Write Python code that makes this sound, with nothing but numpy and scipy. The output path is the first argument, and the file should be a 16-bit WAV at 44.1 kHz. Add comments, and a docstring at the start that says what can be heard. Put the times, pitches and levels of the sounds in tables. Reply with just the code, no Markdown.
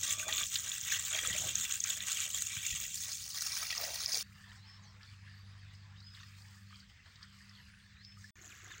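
"""Outdoors, a hose runs onto raw chicken in a wide metal pot: modal ringing of the bare floor comes first, with
filtered bubble showers for the spray on the meat and the gurgling pool, over an engine's harmonics and a rumble.
Then hands wash the pieces some way off, heard as coloured bubble showers rising with each stroke, while a
grasshopper rasps in swelling noise and birds whistle in gliding sines. After a brief silence come rubs close by,
and a nearer bird chirps."""
import sys
import numpy as np
from scipy import signal
from scipy.fft import rfft, irfft, next_fast_len
from scipy.io import wavfile
from scipy.ndimage import map_coordinates

SR = 44100
rng = np.random.default_rng(int(sys.argv[2]) if len(sys.argv) > 2 else 0)


def unload_audio(sound):
    """Save the sound as a 16-bit wav file, at the path given as the first command line argument."""
    columns = np.transpose(np.atleast_2d(sound))
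    # keep every value between -1 and 1, then stretch to whole-number steps
    steps = np.round(np.clip(columns, -1, 1) * 32767)
    wavfile.write(sys.argv[1], SR, steps.astype(np.int16))


N = 388080
T = np.arange(N) / SR
POUR_END, FAR_END, NEAR_START = 4.228, 8.307, 8.356  # s


def amp(db):
    """Decibel law: a level in dB becomes an amplitude ratio."""
    return 10 ** (np.asarray(db) / 20)


def unit(x):
    """Power normalisation: scale to an rms of 1."""
    return x / np.sqrt(np.mean(x ** 2) + 1e-20)


def curves(rows, t=T):
    """Linear interpolation: one curve over time for each column after the time."""
    s, *columns = np.transpose(rows)
    return [np.interp(t, s, column) for column in columns]


def wobble(rate):
    """Slow random modulation: a smooth curve through `rate` random knots a second."""
    knots = rng.standard_normal(int(N * rate / SR) + 4)
    return map_coordinates(knots, [T * rate], order=2)


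def add(track, s, sound):
    """Superposition: mix a sound in at time s."""
    part = track[max(round(s * SR), 0):][:len(sound)]
    part += sound[:len(part)]


def swells(rows, attack, release):
    """Envelopes added in power: each row rises, holds and decays; one gain curve per dB column."""
    power = np.zeros((len(rows[0]) - 2, N))
    for s, length, *db in rows:
        first, last = max(int(s * SR), 0), int((s + length + 8 * release) * SR)
        age = T[first:last] - s
        shape = np.clip(age / attack, 0, 1) * np.exp(-np.maximum(age - length, 0) / release)
        power[:, first:last] += (amp(db)[:, None] * shape) ** 2
    return np.sqrt(power)


def dips(rows, edge):
    """Soft-edged level changes: one dB curve per dip column."""
    total = 0
    for s, length, *db in rows:
        shape = np.clip(np.minimum(T - s, s + length + edge - T) / edge, 0, 1)
        total = total + np.outer(db, shape)
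    return total


def coloured(x, points, band=(10, 20000), modes=(), size=8192):
    """Minimum-phase filtering: a spectrum lifted at its resonances and confined to a band; rms 1."""
    hz = np.fft.rfftfreq(size, 1 / SR) + 1
    f, level = np.transpose(points)
    level = np.interp(np.log(hz), np.log(f), level)
    for centre, width, lift in modes:
        level = level + lift / (1 + (2 * (hz - centre) / width) ** 2)
    gain = amp(level) / np.sqrt((1 + (band[0] / hz) ** 10) * (1 + (hz / band[1]) ** 10))
    # folding the cepstrum onto positive time makes the filter causal
    cepstrum = irfft(np.log(gain + 1e-6))
    cepstrum[1:size // 2] *= 2
    cepstrum[size // 2 + 1:] = 0
    impulse = irfft(np.exp(rfft(cepstrum)))
    return unit(signal.fftconvolve(x, impulse)[:N])


def bubble(t, hz, life, rise):
    """Bubble resonance: a briefly ringing sine whose pitch rises as the bubble nears the surface."""
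    age = t / life
    ring = np.sin(2 * np.pi * hz * t * (1 + rise * age / 2))
    return ring * np.exp(-age) * (1 - np.exp(-10 * age))


def grains(rate, band, life, spread_db, blur):
    """Random superposition: `rate` uneven tiny bubbles a second over a noise blur of smaller ones; rms 1."""
    n = N // 2  # the shower repeats once, longer than any one action
    when, pitch, span, chance = rng.random((int(rate * n / SR), 4)).T[:, :, None]
    k = np.arange(min(int(5 * life * SR), 1500))
    lo, hi = band[0] / np.sqrt(2), min(band[1] * np.sqrt(2), SR / 2)
    size = amp(-spread_db * np.log(chance + .03))
    shots = size * bubble(k / SR, lo + (hi - lo) * pitch, life * (.5 + span / 2), rise=0.02)
    places = ((when * n).astype(int) + k).ravel() % n
    shower = np.resize(np.bincount(places, shots.ravel(), n), N)
    # white noise scaled so that its share within the band is `blur`
    noise = blur * np.sqrt(SR / 2 / (hi - lo)) * rng.standard_normal(N)
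    return unit(unit(shower) + noise)


def patchy(x, depth_db, width_hz, length, size=512):
    """Clustering of like-sized bubbles: patches of random gain over time and pitch; rms 1."""
    overlap = 3 * size // 4
    z = signal.stft(x, nperseg=size, noverlap=overlap)[2]
    band, frame = np.indices(z.shape)
    where = [band * SR / size / width_hz, frame * size / 4 / SR / length]
    field = map_coordinates(rng.standard_normal((256, 512)), where, order=1, mode="mirror")
    patched = z * amp(depth_db * unit(field))
    return unit(signal.istft(patched, nperseg=size, noverlap=overlap)[1][:N])


def pops(rows, life, rise, wet):
    """Single bubble resonances, each roughened by a wet rasp and softened by the water around its pitch."""
    out, t = np.zeros(N), np.arange(SR // 8) / SR
    for s, db, hz in rows:
        rasp = unit(signal.lfilter(*signal.butter(2, hz / 6, fs=SR), rng.standard_normal(len(t))))
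        soften = signal.butter(2, [hz * 2 / 3, hz * 3 / 2], "bandpass", fs=SR)
        pop = signal.lfilter(*soften, bubble(t, hz, life, rise) * (1 + wet * rasp))
        add(out, s, amp(db) * pop / np.abs(pop).max())
    return out


# the jet drums on the bare floor: start_s, length_s, level_db
DRUMMING = [(-.12, 0.557, -48)]
# damped modes of the floor: pitch_hz, t60_s, level_db (relative, at equal decay time)
POT_FLOOR = [(312, .2, -12.5), (600, 0.25, -11), (636, 0.37, -3), (686, 0.17, -9), (1161, 0.31, 4),
             (1225, 0.2, 0), (1880, .085, -17), (2340, 0.17, 4.5), (2460, 0.11, 4), (3460, 0.11, 8)]


def drumming():
    """Modal synthesis: drops striking the thin metal floor keep its damped modes ringing."""
    t = np.arange(SR // 8) / SR
    ring = 0
    for hz, t60, db in POT_FLOOR:
        ring = ring + amp(db - 60 * t / t60) / np.sqrt(t60) * np.sin(2 * np.pi * hz * t)
    blows = (rng.random(N) < 400 / SR) * rng.standard_normal(N)  # 400 a second
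    gain = swells(DRUMMING, attack=0.43, release=.01)[0]
    return gain * unit(signal.fftconvolve(blows, ring)[:N])


# surges of the hose, levels before each layer's trim: start_s, length_s, spray_level_db, patter_level_db
SURGES = [(0.022, 0.1, -37, -42.0), (0.179, 0.057, -42, -46), (0.268, 0.15, -40.0, -41),
          (0.527, 0.03, -35.5, -42.5), (0.638, 0.11, -53, -47.5), (0.86, 0.11, -38, -41),
          (1.101, 0.093, -42.5, -40), (1.226, 0.12, -42, -41), (1.328, 0.11, -40.5, -46),
          (1.474, 0.18, -44, -46), (1.679, 0.071, -41, -47.5), (1.831, 0.094, -40.5, -43.5),
          (2.061, 0.18, -38.5, -41), (2.329, 0.089, -38, -45.0), (2.477, 0.11, -46, -45.5),
          (2.629, 0.23, -42.0, -46), (2.946, 0.098, -44.5, -67), (3.33, 0.25, -40.5, -49),
          (3.566, 0.07, -48, -48), (3.692, 0.04, -49, -40.5), (3.761, 0.13, -42.5, -44.5),
          (3.957, 0.072, -61, -47.5), (4.085, 0.11, -43.5, -50)]
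# the stream thins: start_s, length_s, spray_change_db, patter_change_db
LULLS = [(.14, 0.036, -4, -2), (.22, 0.06, -3.5, -3.5), (.45, 0.046, -1, -9), (1.78, 0.044, -0.5, -5),
         (1.97, 0.078, -4.5, 2.5), (2.56, 0.077, -4, 1), (2.9, 0.13, -2, -3.5), (3.14, 0.2, -2, -6)]


def stream_gains():
    """Unsteady flow: surges add in power to an even stream; gains of spray and patter."""
    even_db = [[-42], [-50]]  # spray, patter
    surge = swells(SURGES, attack=0.011, release=0.024)
    return np.hypot(surge, amp(even_db)) * amp(dips(LULLS, edge=0.018))


# where the jet lands: time_s, pool_share (0 = on the heap, 1 = in the pool by the wall)
AIM = [(0, 0.017), (2.92, 0.016), (2.98, 0.37), (3.35, 0.97), (4.2, 0.95)]
# splash spectra on the meat and in the pool: pitch_hz, level_db (per Hz, relative)
ON_HEAP = [(300, -35), (500, -30), (800, -29.5), (1200, -15), (2000, -8.5), (3000, -5), (3550, -3.5),
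           (4100, -9.5), (4700, -14.5), (5600, -8), (6700, 2), (8000, -4.5), (10500, -22), (13500, -21),
           (15000, -7.5)]
IN_POOL = [(300, -45.5), (500, -31.5), (800, -22), (1300, -13.5), (2000, -9.5), (3300, -12.5), (4400, -3.5),
           (5400, -2), (6500, -3), (7600, -15), (9500, -10.5), (12000, -25.5), (13500, -29), (15000, -5.5)]
# air resonances of the pot: pitch_hz, width_hz, lift_db
POT_AIR = [(644, 40, 8), (1148, 27, 7.5), (1281, 38, 5.5), (1569, 34, 8), (1700, 20, 3), (1920, 48, 10.5),
           (2316, 36, 8), (2740, 30, 8.5), (3252, 45, 7), (3520, 250, 2.5)]


def splash(clumps, band, patchy_db, **shower):
    """Power crossfade: a clumped bubble shower moves from the meat's spectrum to the pool's."""
    pool = np.clip(curves(AIM)[0], 0, 1)
    x = patchy(grains(band=band, **shower), patchy_db, width_hz=377, length=.03)
    x = x * amp(clumps + 0.39 * wobble(70))
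    heap_sound = coloured(x, ON_HEAP, band, POT_AIR)
    pool_sound = coloured(np.roll(x, SR), IN_POOL, band, POT_AIR)  # shifted 1 s, so the two do not match
    return np.sqrt(1 - pool) * heap_sound + np.sqrt(pool) * pool_sound


def spray(gain, clumps):
    """Droplet breakup: a dense high crackle with a sparser, longer-ringing tinkle."""
    crackle = splash(clumps, (4200, 16000), patchy_db=2.0, rate=5000, life=0.00086, spread_db=5.0, blur=0.62)
    tinkle = splash(clumps, (3000, 9000), patchy_db=1.0, rate=260, life=0.0032, spread_db=2.5, blur=.05)
    return gain * (amp(-0.25) * crackle + amp(-8) * tinkle)


# gain of the bigger, lower bubbles within the patter: time_s, level_db
BIG_BUBBLES = [(.45, -3), (.53, 3), (1.1, 5), (1.4, 0.5), (2.2, 1.5), (2.4, -3), (2.9, -5.5), (3.05, 0.5),
               (4.2, 1)]


def patter(gain, clumps):
    """Size governs pitch: a mid-band shower whose low part, the bigger bubbles, has its own level."""
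    x = splash(clumps, (580, 4200), patchy_db=2.0, rate=1300, life=.0034, spread_db=4, blur=0.63)
    x = amp(-0.88) * gain * x
    lowpass = signal.butter(3, 1750, fs=SR, output="sos")  # Hz
    big = signal.sosfiltfilt(lowpass, x)
    return x - big + amp(curves(BIG_BUBBLES)[0]) * big


# the jet folds air into the pool, before a trim: start_s, length_s, level_db
GURGLES = [(.25, 0.082, -64), (.545, .13, -74), (.902, 0.22, -73), (1.106, .39, -57.5),
           (1.532, 0.27, -74.5), (1.834, .24, -68.5), (2.101, 0.085, -65), (2.24, 0.13, -69),
           (2.716, 0.15, -75.5), (3.022, 0.074, -71), (3.247, .37, -75.5), (3.573, .16, -69),
           (3.753, .18, -54.5), (3.984, 0.16, -64), (4.122, 0.047, -54)]


def gurgle(clumps):
    """Air entrainment: low bubbles ring whenever the jet folds air into the pool."""
    rest_db = -84
    gain = np.hypot(swells(GURGLES, attack=0.04, release=0.031)[0], amp(rest_db))
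    x = splash(clumps, (280, 720), patchy_db=3, rate=200, life=0.015, spread_db=2.0, blur=0.55)
    return amp(-0.04) * gain * x


# deep glugs where the jet digs into the pool, before a trim: start_s, level_db (peak), pitch_hz
GLUGS = [(.267, -33, 620), (.284, -33, 800), (.327, -40, 620), (1.159, -42, 884), (1.281, -40, 485),
         (1.359, -41, 630), (3.781, -40, 670), (3.822, -41, 665), (3.933, -43, 644), (4.162, -43, 706)]


def glugs():
    """Cavity resonance: large single bubbles ring low."""
    return amp(-9) * pops(GLUGS, life=0.0078, rise=0.034, wet=0.51)


def jet():
    """Jet breakup: one random clumping shapes spray, patter and gurgle together."""
    clumps = 1.5 * wobble(45) + 2.07 * wobble(220)  # dB
    spray_gain, patter_gain = stream_gains()
    return spray(spray_gain, clumps) + patter(patter_gain, clumps) + gurgle(clumps) + glugs()


# strength of the far engine's drone: time_s, level_db (of the second harmonic, before a trim)
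DRONE = [(0, -63.5), (2.2, -70), (4.1, -74.5), (4.55, -57), (4.95, -61.5), (5.3, -54), (6.35, -58),
         (6.75, -62), (6.95, -80), (7.15, -66.5), (8.03, -68), (8.18, -57.5), (8.32, -65.5), (8.8, -65.5)]
# the octave overtone above it fades: start_s, length_s, change_db
OCTAVE_FADES = [(4.5, 0.21, -7), (4.95, 0.76, -6), (6.0, 0.44, -6), (6.87, 0.27, -15), (8.3, .5, -8)]


def engine():
    """Harmonic series: four low engine orders waver on their way through the air."""
    fundamental_hz = 49.3  # mean
    octave_pot_db, octave_open_db = -73, -67  # by the pot, in the open
    drone_db = curves(DRONE)[0] + 1.1 * wobble(6)
    octave_db = np.where(T < POUR_END, octave_pot_db, octave_open_db)
    octave_db = octave_db + dips(OCTAVE_FADES, edge=.08)[0] + 2.0 * wobble(4.1)
    turn = 2 * np.pi * np.cumsum(fundamental_hz * (1 + 0.0039 * wobble(4.6))) / SR
    first_db = drone_db - 26.5 + 3 * wobble(3.04)
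    third_db = drone_db - 18.5 + 3 * wobble(3.4)
    drone = 0
    for k, db in enumerate([first_db, drone_db + 0.5, third_db, octave_db], 1):
        drone = drone + amp(db) * np.sqrt(2) * np.sin(k * turn + .2 * wobble(2.7))
    return drone


# spectrum of the outdoor rumble: pitch_hz, level_db (per Hz, relative)
RUMBLE = [(20, -31), (35, -15), (50, -4.5), (78, 1.5), (105, -0.5), (135, -5), (170, -7.5), (215, -14),
          (265, -22), (400, -37), (700, -54)]
# the rumble swells briefly: start_s, length_s, level_db
RUMBLE_SWELLS = [(1.25, 0.354, -55), (2.55, 0.26, -64.5)]


def rumble():
    """Low-frequency noise: a dull outdoor rumble slowly eases, with two brief swells."""
    steady = amp(-60.5 - .5 * T)  # falls half a dB a second
    gain = np.hypot(steady, swells(RUMBLE_SWELLS, attack=0.038, release=.03)[0])
    return gain * coloured(rng.standard_normal(N), RUMBLE)


# fat drops smacking on the meat, before a trim: start_s, level_db (peak), pitch_hz
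DROPS = [(.0343, -20, 6760), (.198, -25, 2490), (.2808, -21, 6740), (.326, -20, 3510), (.3805, -21, 3540),
         (.3974, -23, 3560), (.4329, -21, 3330), (.4665, -21.5, 7410), (.5562, -17, 3910),
         (.5615, -19.5, 3550), (.6983, -20, 6920), (.7173, -24, 3460), (.8121, -23, 6680),
         (.9946, -20, 7550), (1.273, -17.5, 7150), (1.4225, -21.5, 6330), (1.555, -14.5, 6500),
         (1.8035, -18, 6320), (1.8395, -16.5, 6520), (1.9026, -20, 3510), (2.0053, -24, 3550),
         (2.2034, -19, 7050), (2.6652, -17, 6840), (2.802, -21, 6980), (2.9542, -24, 7220),
         (3.4087, -22, 5690), (3.7788, -19, 5430), (4.0602, -15, 5150), (4.1448, -18, 4750),
         (4.1729, -22, 6660), (4.2088, -25, 4800)]


def drops():
    """Impact transients: very short rings with a strong wet rasp."""
    return amp(-2.5) * pops(DROPS, life=.0017, rise=.01, wet=.8)


# air pockets closing in the water, before a trim: start_s, level_db (peak), pitch_hz
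PLOPS = [(.2276, -31, 1500), (.2825, -30.5, 1160), (.408, -32.5, 1157), (3.6254, -32, 1265),
         (4.5156, -42, 1870), (5.276, -42, 1680), (6.2307, -43, 1820), (6.7275, -45, 1230),
         (7.0595, -46, 1700), (7.4061, -43, 1810), (8.171, -49, 1220), (8.2418, -39, 1710)]


def plops():
    """Cavity closure: each air pocket rings with a slight upward glide."""
    return amp(-7.5) * pops(PLOPS, life=0.0074, rise=0.018, wet=0.25)


# soft low bumps, before a trim: start_s, level_db (peak), pitch_hz
BUMPS = [(1.305, -41, 168), (1.451, -37, 103), (1.571, -41, 98), (2.568, -41.5, 115), (2.718, -39, 66),
         (2.735, -45, 147)]


def bumps():
    """Damped resonance: dull thuds of constant pitch."""
    return amp(-2.5) * pops(BUMPS, life=0.0032, rise=0, wet=0.59)


# swelling bouts of a grasshopper: start_s, length_s, level_db
BOUTS = [(4.1, 0.32, -73.5), (6.05, 0.55, -73.5), (8.05, 0.69, -78)]
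# spectrum of its rasp: pitch_hz, level_db (per Hz, relative)
RASP = [(7000, 4), (8400, -3), (9200, -3), (9900, -6), (10700, -23), (11600, -4), (12500, -14), (14000, -9),
        (15200, 1)]


def grasshopper():
    """Stridulation: fast leg strokes blur into a thin hiss that swells about every two seconds."""
    strokes = coloured(rng.standard_normal(N), RASP, (7000, 16000)) * amp(1.7 * wobble(90))
    return (T >= POUR_END) * swells(BOUTS, attack=0.23, release=0.11)[0] * strokes


# strokes of the hands some way off, before trims: start_s, length_s, slosh_level_db, fizz_level_db
STROKES = [(4.337, 0.24, -63, -69.5), (4.635, 0.13, -62, -76), (4.997, 0.14, -60.5, -72),
           (5.249, 0.13, -62.5, -83), (5.485, 0.18, -65, -86.5), (5.72, 0.02, -65.5, -69),
           (5.977, 0.097, -72, -76), (6.126, 0.14, -61.5, -70), (6.277, 0.31, -67.5, -69),
           (6.699, 0.11, -62.5, -69), (6.88, 0.026, -60.5, -73), (7.042, 0.17, -64, -75),
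           (7.205, 0.032, -59, -72), (7.318, 0.19, -62.5, -70.5), (7.531, 0.16, -64.5, -72.5),
           (8.023, 0.095, -85, -83), (8.163, 0.12, -83, -68.5)]
# pieces pushed under water, before a trim: start_s, length_s, glug_level_db
DUNKS = [(4.335, 0.07, -81), (4.456, 0.13, -73.5), (4.624, 0.09, -77), (4.736, 0.32, -75.0),
         (5.208, 0.12, -77), (5.37, 0.2, -75.5), (5.635, 0.35, -76), (6.356, 0.2, -78), (6.891, 0.03, -76),
         (7.048, 0.045, -69.5), (7.475, 0.14, -80), (8.049, 0.04, -83.5)]
# spectrum of the far washing: pitch_hz, level_db (per Hz, relative)
FAR_COLOUR = [(300, -25.5), (600, -27.5), (790, -16.5), (950, -14), (1200, -7.5), (1500, -7), (1800, -1.5),
              (2300, -9.5), (4000, -9.5), (5000, -7), (5700, -17), (8300, -18), (10500, -39), (14000, -36),
              (15300, -22)]
# spectrum of the hiss of grass: pitch_hz, level_db (per Hz, relative)
MEADOW = [(250, -15.5), (450, -1.5), (650, -9), (1200, -8), (2000, 7.5), (4500, -8.5), (6000, -0.5),
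          (8300, -6.5), (10500, -59), (14000, -22), (15300, -9)]


def far_wash():
    """Agitated bubbly water: hands stir the pieces some way off, in a faint hiss of grass."""
    rest_db = [[-64], [-81.5], [-93.5]]  # water between strokes: slosh, fizz, glug
    strokes = swells(STROKES, attack=0.019, release=0.037)
    dunks = swells(DUNKS, attack=.02, release=0.048)
    slosh_gain, fizz_gain, glug_gain = np.hypot(np.vstack([strokes, dunks]), amp(rest_db))
    slosh = grains(700, (1000, 5400), life=0.0046, spread_db=2.5, blur=1.36)
    slosh = patchy(slosh, depth_db=3.0, width_hz=291.6, length=.045)
    fizz = grains(2500, (5400, 16000), life=.0006, spread_db=5.5, blur=1.1) * amp(2.4 * wobble(30))
    glug = grains(110, (400, 1000), life=0.036, spread_db=1.5, blur=0.8)
    glug = patchy(glug, depth_db=2, width_hz=122, length=0.073)
    return (amp(-1.8) * slosh_gain * coloured(slosh, FAR_COLOUR, (1050, 5400))
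            + amp(0.7) * fizz_gain * coloured(fizz, FAR_COLOUR, (5400, 16000))
            + amp(1.9) * glug_gain * coloured(glug, FAR_COLOUR, (300, 1000))
            + amp(-72.5) * coloured(rng.standard_normal(N), MEADOW, (250, 16000)))


def drips(count):
    """Random arrivals: stray drips off the hands fall back into the pot."""
    lowest_hz, highest_hz = 1092, 3750
    when, pitch, size = rng.random((count, 3)).T
    s = POUR_END + when * (FAR_END - POUR_END)
    hz = lowest_hz * (highest_hz / lowest_hz) ** pitch
    db = -56 + 1.5 * (2 * size - 1)
    return pops(zip(s, db, hz), life=0.0046, rise=0.016, wet=0.55)


# wet smacks of the hand, before a trim: start_s, level_db (peak), pitch_hz
SMACKS = [(4.517, -45.5, 3100), (5.0305, -46, 4700), (5.2974, -50, 4800), (5.7494, -50, 4970),
          (6.003, -44, 4660), (6.1484, -40.5, 3820), (6.2, -47, 3600), (6.2316, -44.5, 3800),
          (6.4202, -46.5, 4640), (6.7565, -44, 4540), (6.8016, -45, 4700), (7.1576, -46.5, 4320),
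          (7.229, -37, 4660), (7.4936, -45, 5130), (7.5515, -47, 3900), (8.048, -40, 4760),
          (8.2426, -48, 5150), (8.4577, -40, 6630)]


def smacks():
    """Impact transients: short rings heavily roughened by a wet rasp."""
    return amp(-2.0) * pops(SMACKS, life=0.0036, rise=0.0093, wet=1.0)


def note(rows, ratio, waver, rate):
    """Frequency modulation: a gliding sine whose pitch trembles through `rate` random knots a second."""
    t = np.arange(int(rows[-1][0] * SR)) / SR
    hz, db = curves(rows, t)
    tremble = map_coordinates(rng.standard_normal(256), [t * rate], order=1, mode="mirror")
    phase = 2 * np.pi * np.cumsum(hz * ratio * (1 + waver * tremble)) / SR
    return (t >= rows[0][0]) * amp(db) * np.sin(phase)


# one bird's calls, before trims: start_s, level_db, pitch_ratio
CALLS = [(4.564, -58, 1.01), (5.938, -57, 0.96), (7.935, -56.5, 1)]
# its rising whistle, at ratio 1: time_s (from the call's start), pitch_hz, level_db (relative)
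WHISTLE = [(0, 3550, -20), (.03, 3850, -9), (.08, 4200, -7), (.096, 4650, -6), (.104, 5200, -3),
           (.135, 5200, 0), (.16, 5270, -4), (.2, 5270, -5), (.23, 5200, -25)]
# its falling after-note, at ratio 1: time_s (from the call's start), pitch_hz, level_db (relative)
AFTER_NOTE = [(.24, 7360, -28), (.27, 6500, -2.5), (.3, 5600, -8), (.35, 5060, -2)]


def whistles():
    """Gliding tones: each call is a rising whistle and a rougher falling after-note."""
    song = np.zeros(N)
    for s, db, ratio in CALLS:
        add(song, s, amp(db - 1.5) * note(WHISTLE, ratio, waver=0.0173, rate=260))
        add(song, s, amp(db - 5.5) * note(AFTER_NOTE, ratio, waver=0.063, rate=1200))
    return song


# thin high twitters, before a pitch ratio: start_s, length_s, start_pitch_hz, end_pitch_hz, level_db
TWITTERS = [(4.975, 0.058, 11300, 11800, -89), (5.052, .13, 9700, 10100, -82),
            (5.18, 0.14, 10000, 9750, -83), (5.337, 0.087, 12250, 11800, -79),
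            (5.41, .12, 10200, 9600, -82), (5.57, 0.034, 9900, 9600, -81), (7.282, 0.19, 11900, 11000, -83),
            (7.384, 0.2, 9700, 10200, -82), (7.506, 0.2, 11700, 11350, -81), (7.603, .26, 10000, 9500, -81),
            (7.762, 0.11, 12400, 11200, -90), (7.78, 0.097, 9050, 8200, -80)]


def twitters():
    """Gliding tones: thin high notes with an arched level."""
    song = np.zeros(N)
    for s, length, start_hz, end_hz, db in TWITTERS:
        middle_hz = (start_hz + end_hz) / 2 + 100
        arch = [(0, start_hz, -12), (length / 2, middle_hz, 0), (length, end_hz, -10)]
        add(song, s, amp(db) * note(arch, 0.98, waver=0.013, rate=96))
    return song


def scattered(song):
    """Diffuse reverberation: trees return the song as a decaying noise tail."""
    t = np.arange(SR // 2) / SR
    tail = rng.standard_normal(len(t)) * amp(-60 * t / .15)  # 60 dB down in 0.15 s
    return song + amp(-1) * signal.fftconvolve(song, tail / np.linalg.norm(tail))[:N]


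# rubs close by: start_s, length_s, slosh_level_db, fizz_level_db, glug_level_db
RUBS = [(8.406, 0.085, -63, -60.5, -68.5), (8.487, 0.13, -59.5, -62, -84.5), (8.62, 0.085, -60.5, -62, -67),
        (8.69, 0.1, -57, -62.0, -77.5)]
# spectrum of the near washing: pitch_hz, level_db (per Hz, relative)
NEAR_COLOUR = [(250, -20), (340, -12), (600, -26), (730, -19), (900, -24), (1200, -8), (1750, -1.5),
               (2600, -9.5), (5200, -15.5), (6600, -2.5), (7700, -9), (8800, -29.5), (14000, -23),
               (15300, -18)]


def near_wash():
    """Agitated bubbly water: close by, each rub squelches and fizzes."""
    rest_db = [[-62], [-69.5], [-74]]  # water between rubs: slosh, fizz, glug
    rubs = swells(RUBS, attack=0.017, release=0.026)
    slosh_gain, fizz_gain, glug_gain = np.hypot(rubs, amp(rest_db))
    slosh = grains(950, (1000, 5000), life=0.0057, spread_db=4.5, blur=1.0)
    fizz = grains(1500, (5000, 16000), life=0.00091, spread_db=4, blur=0.45)
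    glug = grains(260, (280, 1000), life=0.0077, spread_db=3.5, blur=0.26)
    return (slosh_gain * coloured(slosh, NEAR_COLOUR, (1050, 5000))
            + fizz_gain * coloured(fizz, NEAR_COLOUR, (5000, 16000))
            + glug_gain * coloured(glug, NEAR_COLOUR, (280, 950)))


# a nearer bird's slurred chirps, one list each: time_s, pitch_hz, level_db
CHIRPS = [
    [(8.505, 4100, -60), (8.515, 3300, -57), (8.526, 2400, -50), (8.538, 1900, -74)],
    [(8.668, 2600, -72), (8.68, 3400, -66), (8.7, 3700, -62), (8.722, 3750, -55), (8.738, 3400, -54),
     (8.748, 2300, -53), (8.757, 1900, -66)],
]


def chirps():
    """Gliding tones: quick slurs from a nearer bird, without the trees' tail."""
    song = np.zeros(N)
    for chirp in CHIRPS:
        add(song, 0, note(chirp, 1.0, waver=0.0082, rate=360))
    return song


def scene():
    """Superposition: pouring, far washing and near washing in turn, with the outdoors around them."""
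    water = (jet() + drumming()) * (T < POUR_END)
    water += far_wash() * (T >= POUR_END) * (T < FAR_END)
    water += near_wash() * (T >= NEAR_START)
    water += drops() + plops() + smacks() + drips(count=24)
    birds = scattered(whistles() + twitters()) + chirps()
    mono = water + bumps() + engine() + rumble() + birds + grasshopper()
    return np.array([mono, mono])


def record(dry):
    """Band limiting: a moment of silence before the close washing, and nothing above the top frequency."""
    top_hz = 15850
    gated = dry * ((T < FAR_END) | (T >= NEAR_START))
    m = next_fast_len(N + SR // 2)
    passband = np.fft.rfftfreq(m, 1 / SR) < top_hz
    return irfft(rfft(gated, m) * passband, m)[:, :N]


dry = scene()
out = record(dry)
unload_audio(out)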